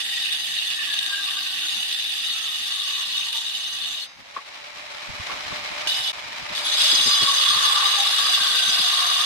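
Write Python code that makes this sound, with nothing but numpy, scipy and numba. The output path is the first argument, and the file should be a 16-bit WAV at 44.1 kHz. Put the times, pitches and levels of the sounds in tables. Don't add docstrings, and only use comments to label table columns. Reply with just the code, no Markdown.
import sys
import numpy as np
from scipy import signal
from scipy.fft import rfft, irfft, next_fast_len
from scipy.io import wavfile
from numba import njit

SR = 44100
rng = np.random.default_rng(int(sys.argv[2]) if len(sys.argv) > 2 else 0)


def dump_mix(stems):
    frames = np.atleast_2d(stems).T
    limited = np.clip(frames, -1, 1)
    pcm = np.round(limited * 32767).astype(np.int16)
    wavfile.write(sys.argv[1], SR, pcm)


N = 407925
TIME = np.arange(N) / SR

# start_s, end_s, grinding_db, ease_in_s, release_s,
# freedom_at_start, freedom_at_end (0 pinched in the slot, 1 riding on its edge)
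CUTS = [(-.5, 4.07, -29, .3, .05, 0, 0.27), (5.872, 6.119, -25, 0.00054, .02, 0.12, 0.48),
        (6.55, 11.1, -21.5, 0.29, .06, 0.78, 0.4)]
# pitch_hz, width_hz, level_db
TILE = [(1117, 112, 1), (460, 75, -28), (1610, 460, -8), (2700, 630, -25)]
# pitch_hz, width_hz, shift_at_full_depth_hz,
# first_cut_db, graze_db, second_cut_db, left_right_db
SINGING = [(1570, 86, 14, -25, -19, -25, 5), (2964, 51, 6, -9.5, -8, -15, -8.5),
           (3377, 48, 104, -28, -12, -9, -3), (3470, 56, 67, -6, -13, -18, 6.5),
           (3700, 55, 7, -4.5, -12, -10.5, 2), (3985, 59, -3, -26, -21, -13.5, -1),
           (4310, 42, 90, -9.5, -18, -13.5, 18), (4915, 67, -24, -41, -13, -8.5, 2.5),
           (5360, 74, 166, -25.5, -18, -20, -8), (6190, 71, -80, -14.5, -19, -14.5, -8.5),
           (6216, 68, 195, -13.5, -21, -16.5, 0), (7360, 97, -100, -19.5, -19.5, -21.5, -1),
           (8760, 55, -100, -26, -26, -24, -8), (10600, 61, 0, -27, -35, -24, -7)]
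# time_s, depth (0-1)
DEPTH = [(0, 0.76), (1.3, 0.94), (2.5, 0.53), (3.5, 0.2), (4.07, 0.05), (6.9, 0), (7.5, 0.25), (8.4, 0.74),
         (9.25, 0.62)]


def from_db(db):
    return 10 ** (np.asarray(db) / 20)


def rms_one(x):
    return x / np.sqrt(np.mean(x ** 2) + 1e-20)


def in_time(rows):
    s, *columns = np.transpose(rows)
    return [np.interp(TIME, s, column) for column in columns]


def panned(pan_db):
    return rms_one(from_db([[pan_db / 2], [-pan_db / 2]]))


def bump(s, length):
    out = np.zeros(N)
    near = np.abs(TIME - s) < 3 * length
    out[near] = np.exp(-2 * ((TIME[near] - s) / length) ** 2)
    return out


def drift(rate_hz):
    step = 40
    r = np.exp(-2 * np.pi * rate_hz * step / SR)
    noise = rng.standard_normal(N // step + 2002)
    slow = signal.lfilter([1], [1, -2 * r, r * r], noise)[2000:]
    return np.interp(np.arange(N) / step, np.arange(len(slow)), rms_one(slow))


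def coloured(spectrum):
    size = next_fast_len(N)
    hz, db = np.transpose(spectrum)
    bins_hz = np.maximum(np.arange(size // 2 + 1) * SR / size, 1)
    gain = from_db(np.interp(np.log(bins_hz), np.log(hz), db))
    noise = rfft(rng.standard_normal((2, size)))
    return rms_one(irfft(noise * gain, size)[:, :N])


@njit
def resonate(force, hz, width):
    out = np.zeros(force.shape)
    for side in range(2):
        first, second, pole, gain = 0j, 0j, 0j, 0.
        for i in range(force.shape[1]):
            if i % 32 == 0:
                r = np.exp(-np.pi * width[i] / SR)
                pole = r * np.exp(2j * np.pi * hz[i] / SR)
                gain = (1 - r) ** 1.5
            first = pole * first + gain * force[side, i]
            second = pole * second + first
            out[side, i] = second.real
    return out


def mode(grains, hz, width):
    force = np.roll(grains, rng.integers(N), axis=1)
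    return rms_one(resonate(force, hz * np.ones(N), width * np.ones(N)))


def each_turn(x, speed, share, count=3):
    out = x.copy()
    for k in range(1, count + 1):
        delay = (k * SR / speed).astype(int)
        out += share ** k * np.take(x, np.arange(N) - delay, axis=1)
    return out / np.sqrt(np.sum(share ** (2 * np.arange(count + 1))))


def site(x):
    # left_delay_s, right_delay_s, level_db
    echoes = [(.0047, 0.0031, -13), (.0113, 0.0058, -23), (.0179, 0.016, -22)]
    out = x.copy()
    for *delays, db in echoes:
        for side, delay in enumerate(delays):
            lag = round(delay * SR)
            out[side, lag:] += from_db(db) * x[side, :-lag]
    return out / np.sqrt(1 + sum(from_db(db) ** 2 for left, right, db in echoes))


def buffeting(puff_db, rumble_db):
    # time_s, level_db (before rumble_db), length_s
    draughts = [(5.354, -61.5, 0.56), (6.25, -67.5, 0.95), (8.5, -68, 0.44)]
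    # frequency_hz, level_db per Hz
    rumble_colour = [(20, -17), (60, 4), (120, 0), (250, 3), (400, -11), (800, -27)]
    # time_s, level_db (before puff_db), top_hz
    puffs = [(5.098, -40, 145), (5.14, -49, 130), (5.207, -38.5, 168), (5.372, -54, 408), (5.47, -46, 160),
             (5.523, -38, 250), (5.59, -53, 150), (5.72, -43, 300), (5.867, -47, 386), (6.0, -51, 140),
             (6.253, -49, 200), (6.429, -46, 207), (6.513, -43, 290), (6.94, -38, 470), (7.006, -44, 337),
             (7.072, -35.5, 460), (7.233, -32, 454.4), (7.503, -45, 330), (7.567, -42.5, 270),
             (8.23, -53, 198.3), (8.415, -47, 262), (8.692, -44, 302), (8.798, -42.5, 311.5)]
    calm_db, puff_s = -70.5, 0.022

    draught = sum(from_db(db) * bump(s, length) for s, db, length in draughts)
    draught *= from_db(4.0 * drift(23))
    calm = from_db(calm_db + 4.9 * drift(9))
    out = from_db(rumble_db) * (calm + draught) * coloured(rumble_colour)
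    eddies = rng.standard_normal((2, N))
    for s, db, top_hz in puffs:
        band = signal.butter(2, [top_hz / 4.3, top_hz], "band", fs=SR, output="sos")
        puff = rms_one(signal.sosfilt(band, eddies))
        out += from_db(db + puff_db) * bump(s, puff_s) * puff
    return out


def fan_rush(speed):
    # frequency_hz, level_db per Hz
    air_colour = [(180, -20.5), (300, -14.5), (517, -12), (590, -5), (652, -4.5), (1120, -2), (1460, -4.5),
                  (2280, 0), (2740, -3.5), (4070, -4), (4420, -7.5), (5130, -8), (7500, -19.5),
                  (14000, -33.5), (15500, -47)]
    flutter = from_db(1.26 * drift(19.0) + 1.53 * drift(160))
    return each_turn(coloured(air_colour), speed, share=0.14) * flutter


def motor_whine(turbulence, speed, growth):
    # multiple_of_disc_speed, width_hz, level_db (against the other tones)
    tones = [(3.99, 22, -1), (6.02, 29, -4), (8.04, 45, -7), (12, 40, -13), (14, 45, -9), (15.05, 99, -3),
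             (16, 90, -1), (16.6, 28, -6), (20, 32, -4), (48.4, 70, -16)]
    free_speed = 149
    wavering = speed * (1 + 0.0073 * drift(12))
    whine = np.zeros((2, N))
    for multiple, width, db in tones:
        whine += from_db(db + 2.1 * drift(21)) * mode(turbulence, multiple * wavering, width)
    return whine * (speed / free_speed) ** growth


def idle_ring(turbulence):
    # pitch_hz, width_hz, level_db (against the air curve), left_right_db
    ring_modes = [(3810, 100, -9, 17), (4005, 85, -6, 13), (4950, 140, -11, -10)]
    out = np.zeros((2, N))
    for hz, width, db, pan_db in ring_modes:
        out += from_db(db + 3.6 * drift(4.5)) * panned(pan_db) * mode(turbulence, hz, width)
    return out


def motor(speed, rush_db, whine_db, whine_growth):
    # time_s, level_db
    air = [(0, -65.5), (2, -64.5), (4.15, -59.5), (4.4, -54.5), (5.5, -44.5), (5.86, -44), (5.9, -48.5),
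           (6.13, -48.5), (6.8, -43.5), (7.1, -48), (8.3, -49), (9.25, -53.5)]
    turbulence = rng.standard_normal((2, N))
    rush = from_db(rush_db) * fan_rush(speed)
    whine = from_db(whine_db) * motor_whine(turbulence, speed, whine_growth)
    return from_db(in_time(air)[0]) * (rush + whine + idle_ring(turbulence))


def scuffs():
    # time_s, level_db, length_s
    drags = [(4.371, -37, 0.012), (4.38, -38, 0.018), (5.03, -51, .008), (5.32, -34, 0.049),
             (5.523, -39, .03)]
    # frequency_hz, level_db per Hz
    scuff_colour = [(60, -10), (400, 2), (1100, 12), (1800, 3), (2600, -2), (4000, -10), (8000, -34),
                    (15000, -45)]
    return sum(from_db(db) * bump(s, length) for s, db, length in drags) * coloured(scuff_colour)


def edge_clacks():
    # time_s, level_db
    touches = [(4.3704, -31), (5.029, -35)]
    # frequency_hz, level_db per Hz
    clack_colour = [(300, -12), (1200, -6), (2600, 4), (3800, -6), (6000, -22), (15000, -40)]
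    decay_s = .0028
    envelope = np.zeros(N)
    for s, db in touches:
        fall = np.exp(-np.minimum(np.abs(TIME - s) / decay_s, 20))
        envelope += from_db(db) * (TIME > s) * fall
    return envelope * coloured(clack_colour)


def knocks():
    # time_s, peak_db, left_right_db, damping (times that of the free tile)
    landings = [(4.3645, -20.5, 6, 1.3), (4.385, -31.5, .5, 0.67), (5.045, -39, 5, 0.77),
                (5.295, -30.5, 5, 0.61), (5.52, -34, 0, 1)]
    out = np.zeros((2, N))
    age = TIME[:SR // 10]
    for s, peak_db, pan_db, damping in landings:
        ring = np.zeros(len(age))
        for hz, width, db in TILE:
            decay = np.pi * damping * width * age
            ring += from_db(db) * decay * np.exp(1 - decay) * np.sin(2 * np.pi * hz * age)
        at = round(s * SR)
        out[:, at:at + len(age)] += from_db(peak_db) * panned(pan_db) * ring
    return out


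def grit_grains(size_db):
    size = np.minimum(rng.exponential(1, (2, N)), 5)
    return rng.standard_normal((2, N)) * from_db(size_db * size)


def tile_strength():
    # time_s, level_db (before ring_db), for the first and the second long cut
    first_cut = [(0, -59), (0.55, -56), (0.85, -50.5), (1.45, -46), (1.8, -53.5), (2.03, -65), (2.3, -52.5),
                 (2.9, -47.5), (3.45, -52), (4.0, -53.5)]
    second_cut = [(6.6, -60), (7.05, -38), (7.36, -35.5), (7.52, -28), (7.66, -29), (7.82, -26.5),
                  (8.05, -33.5), (8.45, -32.5), (8.72, -38.5), (9.0, -30.5), (9.25, -31)]
    ring_db, flutter_db, flutter_hz = -1, 3.5, 23
    strength = np.zeros(N)
    for curve in (first_cut, second_cut):
        s, db = np.transpose(curve)
        during = np.interp(TIME, s, np.ones(len(s)), 0, 0)
        strength += during * from_db(np.interp(TIME, s, db))
    return strength * from_db(ring_db + flutter_db * np.minimum(drift(flutter_hz), 1))


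def contact():
    ease_in_db = 12
    bite_db, bite_s = 2.5, 0.15
    exit_db, exit_s = 4, 1
    grind, freedom = np.zeros((2, N))
    for start, end, db, ease_s, release_s, first, last in CUTS:
        on = (TIME > start) & (TIME < end)
        age, left = TIME[on] - start, end - TIME[on]
        entry = np.interp(age, [0, ease_s], [-ease_in_db, 0])
        bite = bite_db * np.exp(-np.maximum(age - ease_s, 0) / bite_s)
        easing_off = np.interp(left, [0, exit_s], [-exit_db, 0])
        release = np.sqrt(np.minimum(left / release_s, 1))
        grind[on] = from_db(db + entry + bite + easing_off) * release
        freedom[on] = np.interp(age, [0, end - start], [first, last])
    return grind, np.clip(freedom, 0, 1)


def pressure(speed, chatter_db, wobble_db):
    # time_s, extra_db, length_s
    hard_grains = [(0.328, 3.5, 0.011), (0.94, 3.5, .008), (0.991, 6, 0.0043), (1.065, 6.5, 0.0033),
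                   (1.311, 3, 0.012), (1.741, 2, 0.1), (1.834, 2.5, 0.009), (1.928, 5.5, 0.0052),
                   (2.768, -1, 0.011), (3.047, -5, 0.0088), (3.318, -4, 0.01), (3.329, 7, .003),
                   (3.364, 4, 0.017), (3.423, 0, 0.012), (5.875, 2, 0.0046), (6.048, 1, .008),
                   (6.575, 3, 0.023), (6.621, -6, 0.038), (6.708, -2, 0.012), (6.762, -3, .025),
                   (6.968, -0.5, 0.014), (7.097, 2.5, .006), (7.432, 2.5, 0.02), (8.195, 2.5, 0.022),
                   (8.347, 1.5, 0.027), (7.662, 3, 0.013)]
    turn = 2 * np.pi * np.cumsum(speed) / SR
    snags = sum(db * bump(s, length) for s, db, length in hard_grains)
    return from_db(chatter_db * drift(82) + wobble_db * np.sin(turn) + snags)


def housing_rattle(grains, grind, freedom, speed):
    # pitch_hz, width_hz, level_db (before the load)
    housing_modes = [(239, 75, -65.5), (311.5, 73, -62), (794, 200, -54)]
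    load = (grind / from_db(-27.0)) ** 0.27 * from_db(-6.0 * freedom) * (120 / speed) ** 1.9
    return load * sum(from_db(db) * mode(grains, hz, width) for hz, width, db in housing_modes)


def held_tile(grains):
    stiffer, damped = 1.0346, 1.32
    ring = sum(from_db(db) * mode(grains, hz * stiffer, width * damped) for hz, width, db in TILE)
    return from_db(0.5) * ring * tile_strength()


def loosening_strip(grains):
    # time_s, pitch_hz, level_db (against the
    main_mode = [(0, 1960, -19), (.5, 1826, -16), (.85, 1760, -11.5), (1.05, 1640, -10), (1.22, 1610, -6),
                 (1.4, 1570, -16.5), (2, 1365, -33), (2.35, 1326, -23.5), (2.75, 1190, -25),
                 (2.95, 1126, -15), (3.1, 1051, -25), (3.7, 770, -23), (4.07, 700, -35), (5.87, 770, -26),
                 (6.12, 776, -15), (6.55, 1260, -42), (7.05, 1160, -28), (7.27, 1125, -6.5),
                 (7.42, 1120, -27), (7.7, 837, -22.5), (8.1, 803, -23), (8.5, 750, -21.5),
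                 (9.25, 724, -20.5)]
    upper_mode = [(6.9, 1990, -50), (7.3, 1880, -20), (7.7, 1750, -24), (8.2, 1630, -19), (8.5, 1546, -13),
                  (9.25, 1535, -27)]
    width_hz = 108
    main_hz, main_db = in_time(main_mode)
    upper_hz, upper_db = in_time(upper_mode)
    main = from_db(main_db + 4.1 * drift(9.6)) * mode(grains, main_hz, width_hz)
    return main + from_db(upper_db) * mode(grains, upper_hz, width_hz)


def grit_hiss(freedom):
    # frequency_hz, level_db per Hz
    grit_colour = [(200, -25), (500, -10.5), (1400, 3), (2500, 4), (4000, -7), (5600, -24), (6900, -13),
                   (8000, -3.5), (11000, -10), (13500, -22), (14500, -15), (15500, -21)]
    return from_db(-22.0 + 14.3 * freedom) * coloured(grit_colour)


def ring_out(level_db, decay_s):
    # pitch_hz, level_db (before level_db of the whole)
    last_modes = [(3720, 2), (3985, -7), (4340, -6), (4925, 0), (6220, -6)]
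    _, end, _, _, release_s, *_ = CUTS[0]
    age = TIME - end
    ring = np.zeros((2, N))
    for hz, db in last_modes:
        ring += from_db(db) * np.sin(2 * np.pi * (hz * TIME + rng.random((2, 1))))
    rise = np.clip(1 + age / release_s, 0, 1)
    return from_db(level_db) * rise * np.exp(-np.abs(age) / decay_s) * ring


def strike():
    level_db, decay_s = -14.5, 0.026
    out = np.zeros((2, N))
    age, at = TIME[:SR // 10], round(CUTS[1][0] * SR)
    for hz, _, _, _, graze_db, _, pan_db in SINGING:
        tone = np.sin(2 * np.pi * (hz * age + rng.random((2, 1))))
        ring = tone * np.exp(-age / decay_s)
        out[:, at:at + len(age)] += from_db(level_db + graze_db) * panned(pan_db) * ring
    return out


def squeals(level_db, jitter_hz):
    # time_s, pitch_hz, level_db (before level_db of all), length_s
    catches = [(1.738, 2820, -32, .02), (1.947, 3520, -28, 0.017), (2.047, 3470, -35, .03),
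               (2.328, 4360, -33, 0.026), (3.19, 3700, -34, 0.035), (5.896, 2950, -34, .018),
               (6.05, 3470, -26, .01), (6.573, 3390, -42, .016), (6.665, 3390, -29, .022),
               (6.807, 3330, -25, .025), (6.89, 3420, -23, 0.0073), (6.924, 4900, -22, 0.011),
               (6.943, 3390, -21, 0.016), (6.954, 4900, -21.5, 0.011), (6.996, 2965, -24, 0.013),
               (7.113, 4900, -22.5, 0.033), (7.223, 3350, -26, .022), (7.422, 3420, -29, .018),
               (8.046, 3410, -27, .025), (8.29, 3820, -28, 0.02), (8.335, 3490, -25, 0.016),
               (8.427, 3770, -28, 0.017)]
    out = np.zeros((2, N))
    waver = np.cumsum(jitter_hz * drift(63)) / SR
    for s, hz, db, length in catches:
        near = np.abs(TIME - s) < 2 * length
        phase = 2 * np.pi * (hz * TIME[near] + waver[near] + rng.random((2, 1)))
        swell = np.exp(-2 * ((TIME[near] - s) / length) ** 2)
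        out[:, near] += from_db(db + level_db) * swell * np.sqrt(2) * np.sin(phase)
    return out


def slips(level_db, spread_db, count=640):
    slip_s, scatter, glide_spread = .028, 0.013, 1100
    out, depth = np.zeros((2, N + SR)), in_time(DEPTH)[0]
    age = np.arange(-2 * slip_s, 2 * slip_s, 1 / SR)
    swell = np.exp(-2 * (age / slip_s) ** 2)
    chances, spreads = rng.random((count, 4)), rng.standard_normal((count, 3))
    for (when, which, *phases), (detune, glide, size) in zip(chances, spreads):
        at = int(when * N)
        hz, _, shift_hz, *cut_db, pan_db = SINGING[int(which * len(SINGING))]
        hz = (hz + shift_hz * depth[at]) * (1 + scatter * detune)
        cut = sum(at / SR > row[0] for row in CUTS[1:])
        db = level_db + cut_db[cut] + spread_db * min(size, 1)
        cycles = hz * age + glide_spread * glide * age ** 2 / 2 + np.c_[phases]
        tone = swell * np.sin(2 * np.pi * cycles)
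        out[:, at:at + len(age)] += from_db(db) * panned(pan_db) * tone
    return out[:, :N]


def singing(grains, stretch, wander, flutter_db):
    slot_damping_db, slot_widening = 8, 1.6
    depth = np.clip(in_time(DEPTH)[0], 0, 1)
    cut = np.searchsorted([row[0] for row in CUTS[1:]], TIME)
    tuning = stretch * (1 + wander * drift(6.7))
    out = np.zeros((2, N))
    for hz, width, shift_hz, *cut_db, pan_db in SINGING:
        gain = from_db(np.array(cut_db)[cut] - slot_damping_db * depth + flutter_db * drift(9.2))
        ring = mode(grains, (hz + shift_hz * depth) * tuning, width * (1 + slot_widening * depth))
        out += ring * gain * panned(pan_db)
    return out


def disc(grains, stretch, freedom, narrowing, flutter_db, wander):
    # pitch_hz, width_hz (before damping), pinched_db, free_db, left_right_db
    disc_modes = [(1854, 366, -12.5, -26, -1), (2822, 700, -5.5, -14.5, -8), (2940, 420, -9, -16, -3),
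                  (3398, 320, -8.5, -4.5, -5), (3560, 150, -9, -14.5, -0.5), (3731, 140, -4, -5.5, 9),
                  (3962, 170, -11, -9.5, 3), (4352, 330, -13, -10, 30), (4740, 620, -14, -30, -2),
                  (4847, 360, -13.5, -11.5, 0), (5410, 480, -17.5, -19.5, -22),
                  (6200, 550, -21.5, -15.5, -1), (7340, 300, -22.5, -24, -1),
                  (7660, 690, -23.5, -21.5, -12), (8400, 190, -21, -39, 0), (8660, 430, -29.5, -17.5, -3),
                  (9240, 790, -18.5, -29, -7), (10050, 1700, -20.5, -27.5, 2), (10570, 410, -25, -22, 9),
                  (11480, 1800, -21.5, -30, 3.5), (12650, 468, -30, -31, -5), (13370, 610, -25.5, -32, 1.5)]
    damping = 0.86
    sharpen = 1 - narrowing * freedom
    out = np.zeros((2, N))
    for hz, width, pinched_db, free_db, pan_db in disc_modes:
        flutter = drift(22.0)
        gain = from_db(pinched_db + (free_db - pinched_db) * freedom + flutter_db * flutter)
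        pitch = hz * stretch * (1 + wander * flutter[::-1])
        out += mode(grains, pitch, damping * width * sharpen) * gain * panned(pan_db)
    return out


def cutting(speed, stiffening):
    grind, freedom = contact()
    grains = grit_grains(size_db=4.0)
    stretch = 1 + stiffening * (speed / 128 - 1)
    bite = pressure(speed, chatter_db=1.0, wobble_db=0.04)

    steel = from_db(0.76) * disc(grains, stretch, freedom, narrowing=0.28, flutter_db=2.0, wander=0.0049)
    song = singing(grains, stretch, wander=0.0032, flutter_db=3)
    song += slips(level_db=-0.5, spread_db=1.5)
    ringing = bite * grind * each_turn(steel + song, speed, share=0.3)
    ringing += ring_out(level_db=-47, decay_s=0.081)
    ringing += squeals(level_db=1.5, jitter_hz=15.24) + strike()

    growl = grind * loosening_strip(grains) + held_tile(grains)
    growl += housing_rattle(grains, grind, freedom, speed)
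    growl = each_turn(growl, speed, share=0.35)
    return site(ringing) + bite * (grind * grit_hiss(freedom) + growl)


def scene():
    # time_s, speed_turns_per_s
    speed_curve = [(0, 119), (.45, 119), (.85, 110.5), (1.15, 107.5), (1.55, 105), (1.85, 109), (2.27, 129),
                   (2.62, 121), (3.05, 129), (4.05, 130), (4.3, 141), (4.6, 147), (5.8, 149.5), (6.8, 150),
                   (7.1, 144), (7.5, 131.5), (8.0, 132), (8.35, 122.5), (8.75, 118), (9.25, 122.5)]
    speed, = in_time(speed_curve)
    background = buffeting(puff_db=0.5, rumble_db=3.0)
    background += motor(speed, rush_db=13.0, whine_db=-2, whine_growth=3.9)
    handling = scuffs() + knocks() + edge_clacks()
    return background + handling + cutting(speed, stiffening=0.034)


def record(dry):
    cutoff_hz = 15700
    dip = from_db(np.interp(TIME, [6.118, 6.123, 6.128, 6.13], [0, -17, -17, 0]))
    low_pass = signal.cheby2(16, 70, cutoff_hz, fs=SR, output="sos")
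    return signal.sosfilt(low_pass, dry * dip)


dry = scene()
out = record(dry)
dump_mix(out)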